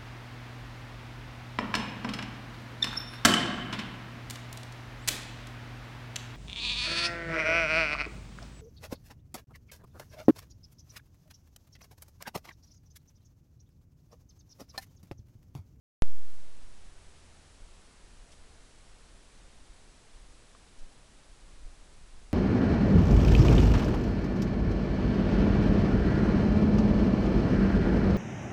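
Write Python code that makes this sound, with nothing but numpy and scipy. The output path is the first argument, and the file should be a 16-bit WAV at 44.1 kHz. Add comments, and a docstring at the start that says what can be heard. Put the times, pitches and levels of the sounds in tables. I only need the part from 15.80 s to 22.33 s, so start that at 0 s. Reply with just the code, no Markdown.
"""A cat washes its paw with a few soft licks, its barbed tongue rubbing over the fur.
It sits in a quiet meadow before a small camera, whose microphone comes on with a pop
and adds steady hiss and a thin electronic whine. Eddies of a light breeze press on the
diaphragm, a far-off motor hums faintly, and one small tick rings briefly."""
import sys
import numpy as np
from scipy.fft import rfft, irfft, next_fast_len
from scipy.io import wavfile
from scipy.ndimage import map_coordinates

SR = 44100
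rng = np.random.default_rng(int(sys.argv[2]) if len(sys.argv) > 2 else 0)


def transcribe(signal):
    """Save signal, clipped to [-1, 1], as a 16-bit WAV file at the path in sys.argv[1]."""
    frames = np.atleast_2d(signal).T
    limited = np.clip(frames, -1, 1)
    pcm = np.round(limited * 32767).astype(np.int16)
    wavfile.write(sys.argv[1], SR, pcm)


N = 287973
SWITCH_ON_S = 0.222


def amp(db):
    """Amplitude ratio of a level in decibels."""
    return 10 ** (np.asarray(db) / 20)


def unit(x):
    """x normalised to rms 1."""
    return x / np.sqrt(np.mean(x ** 2) + 1e-20)


def clock():
    """The time of each sample in seconds."""
    return np.arange(N) / SR


def wobble(rate):
    """Smooth random modulation: a spline through rate knots a second."""
    knots = rng.standard_normal(int(N * rate / SR) + 4)
    return map_coordinates(knots, [clock() * rate])


def coloured(x, points, top_hz=np.inf):
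    """Zero-phase filtering by (f/Hz, gain/dB) points on a log axis, cut off at top_hz."""
    size = next_fast_len(N + SR // 2)
    hz = np.fft.rfftfreq(size, 1 / SR)
    f, db = np.transpose(points)
    gain = amp(np.interp(np.log(hz + 1), np.log(f), db)) * (hz < top_hz)
    return irfft(rfft(x, size) * gain, size)[:N]


def noise(points):
    """Gaussian noise of rms 1, filtered to the given spectral shape."""
    return unit(coloured(rng.standard_normal(N), points))


def tone(hz):
    """A sine of rms 1 whose phase is the integral of its frequency."""
    return np.sqrt(2) * np.sin(2 * np.pi * (np.cumsum(hz) / SR + rng.random()))


def bias_pop(step_db=-15.0, overshoot=0.46, charge_s=0.043, leak_s=0.22):
    """Step response: the bias voltage jumps, swells and leaks away through the coupling capacitor."""
    age = np.maximum(clock() - SWITCH_ON_S, 0)
    leak = (1 + overshoot) * np.exp(-age / leak_s)
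    charge = overshoot * np.exp(-age / charge_s)
    return amp(step_db) * (leak - charge)


def electronics(hiss_db=-61, waver_hz=3, settle_db=3.0, settle_s=0.067):
    """Self-noise: broadband preamplifier hiss, a little louder at switch-on, and a tonal whine."""
    # hiss spectrum: f/Hz, relative density/dB
    hiss_spectrum = [(20, -8), (200, -1.5), (2000, -1.5), (4000, -2), (8000, -4.5), (10300, -5.5),
                     (11000, -19), (11600, -4.5)]
    # partials of the whine: f/Hz, rms level/dB
    whine_partials = [(3926, -86), (7853, -82), (7882, -89.5)]
    age = np.maximum(clock() - SWITCH_ON_S, 0)
    settling = np.exp(-(age / settle_s) ** 2)
    hiss = amp(hiss_db + settle_db * settling) * noise(hiss_spectrum)
    whine = sum(amp(db) * tone(hz + waver_hz * wobble(15)) for hz, db in whine_partials)
    return hiss + whine


def meadow(air_db=-61.0):
    """Ambient noise: the distant outdoors blends into a dull, stationary wash."""
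    # ambient spectrum: f/Hz, relative density/dB
    air_spectrum = [(20, 7.5), (100, 1), (200, -3), (400, -6), (800, -10), (1600, -14.5), (3200, -23.5),
                    (10000, -44)]
    return amp(air_db) * noise(air_spectrum)


def breeze(calm_db=-60, flutter_db=1.6, eddies_per_s=14):
    """Turbulent pressure: eddies rumble on the microphone, and gusts add in power to the calm."""
    # gusts: crest t/s, level/dB, half-width at 1/e of the power/s
    gusts = [(1.13, -52.5, 0.14), (1.88, -52, 0.057), (2.35, -51.5, 0.15), (2.665, -52.5, .11),
             (3.18, -53.5, 0.11), (3.575, -48.5, 0.026), (3.83, -52.5, 0.16), (4.43, -52, 0.13),
             (5.84, -48, 0.11), (6.22, -50, 0.46)]
    # spectrum of the buffeting: f/Hz, relative density/dB
    buffet_spectrum = [(4, 0), (12, 4), (22, 2.5), (35, 2.5), (55, -9), (90, -21.5), (160, -36), (500, -59),
                       (2000, -110)]
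    t = clock()
    gust_power = sum(amp(db) ** 2 * np.exp(-((t - s) / half_s) ** 2) for s, db, half_s in gusts)
    envelope = np.sqrt(amp(calm_db) ** 2 + gust_power)
    flutter = amp(flutter_db * wobble(eddies_per_s))
    return envelope * flutter * noise(buffet_spectrum)


def motor(start_hz=80.1, sag_hz_per_s=2.7, waver_hz=2.38, flutter_db=-0.5):
    """Propagation: only a slowing motor's fundamental carries this far, modulated by moving air."""
    # envelope of the hum: t/s, rms level/dB
    hum_levels = [(1.0, -69.5), (1.5, -62.5), (2.0, -67.5), (2.5, -67), (2.9, -70), (3.8, -70.5),
                  (4.5, -81)]
    t = clock()
    db = np.interp(t, *np.transpose(hum_levels)) + flutter_db * wobble(6.9)
    hz = start_hz - sag_hz_per_s * t + waver_hz * wobble(18)
    return amp(db) * tone(hz)


def puffs():
    """Pressure pulses: each puff pushes the diaphragm once, with a rebound on each side."""
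    # puffs of air: centre t/s, peak level/dB, dominant f/Hz
    pulses = [(0.842, -44, 17), (1.175, -45, 13), (1.825, -41, 24), (3.907, -39.5, 28), (5.031, -34, 12),
              (5.85, -41, 21)]
    out = np.zeros(N)
    for s, db, hz in pulses:
        u = (np.pi * hz * (clock() - s)) ** 2
        out += amp(db) * (1 - 2 * u) * np.exp(-u)  # Ricker wavelet
    return out


def licks(grain_db=3, grains_per_s=700, rise_s=0.0019):
    """Friction noise: the tongue's barbs catch the fur and slide off in a short, grainy swish."""
    # tongue strokes: onset t/s, level/dB, T60/s
    strokes = [(2.518, -50.5, 0.085), (4.341, -63, .05), (4.984, -60, .13)]
    # spectrum of rubbed fur: f/Hz, relative density/dB
    fur_spectrum = [(500, -30), (1800, -12), (3000, 0.5), (4200, -2), (6000, 0.5), (8500, -6), (11000, -7)]
    envelope = np.zeros(N)
    for s, db, t60 in strokes:
        age = np.maximum(clock() - s, 0)
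        envelope += amp(db - 60 * age / t60) * (1 - np.exp(-age / rise_s))
    swish = noise(fur_spectrum) * amp(grain_db * wobble(grains_per_s))
    return envelope * unit(swish)


def tick():
    """Free vibration: a tiny, hard knock excites two quickly damped modes."""
    # the knock: t/s, level/dB
    knocks = [(4.75, -44)]
    # its modes: f/Hz, relative level/dB, T60/s
    modes = [(1165, 0, 0.013), (2347, -15, .015)]
    out = np.zeros(N)
    for s, db in knocks:
        age = np.maximum(clock() - s, 0)
        for hz, mode_db, t60 in modes:
            out += amp(db + mode_db - 60 * age / t60) * np.sin(2 * np.pi * hz * age)
    return out


def scene():
    """Superposition: the pressures of all sources add at one microphone."""
    return (meadow() + breeze() + motor() + puffs() + licks() + tick())[None]


def record(dry):
    """Gating and band limiting: the input opens abruptly, adds its pop and noise, and cuts the treble."""
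    # the camera's treble roll-off: f/Hz, gain/dB
    roll_off = [(9900, 0.5), (11000, -1.5), (11600, -16.5), (12200, -27)]
    live = (dry[0] + bias_pop() + electronics()) * (clock() >= SWITCH_ON_S)
    return coloured(live, roll_off, top_hz=12263)[None]


dry = scene()
out = record(dry)
transcribe(out)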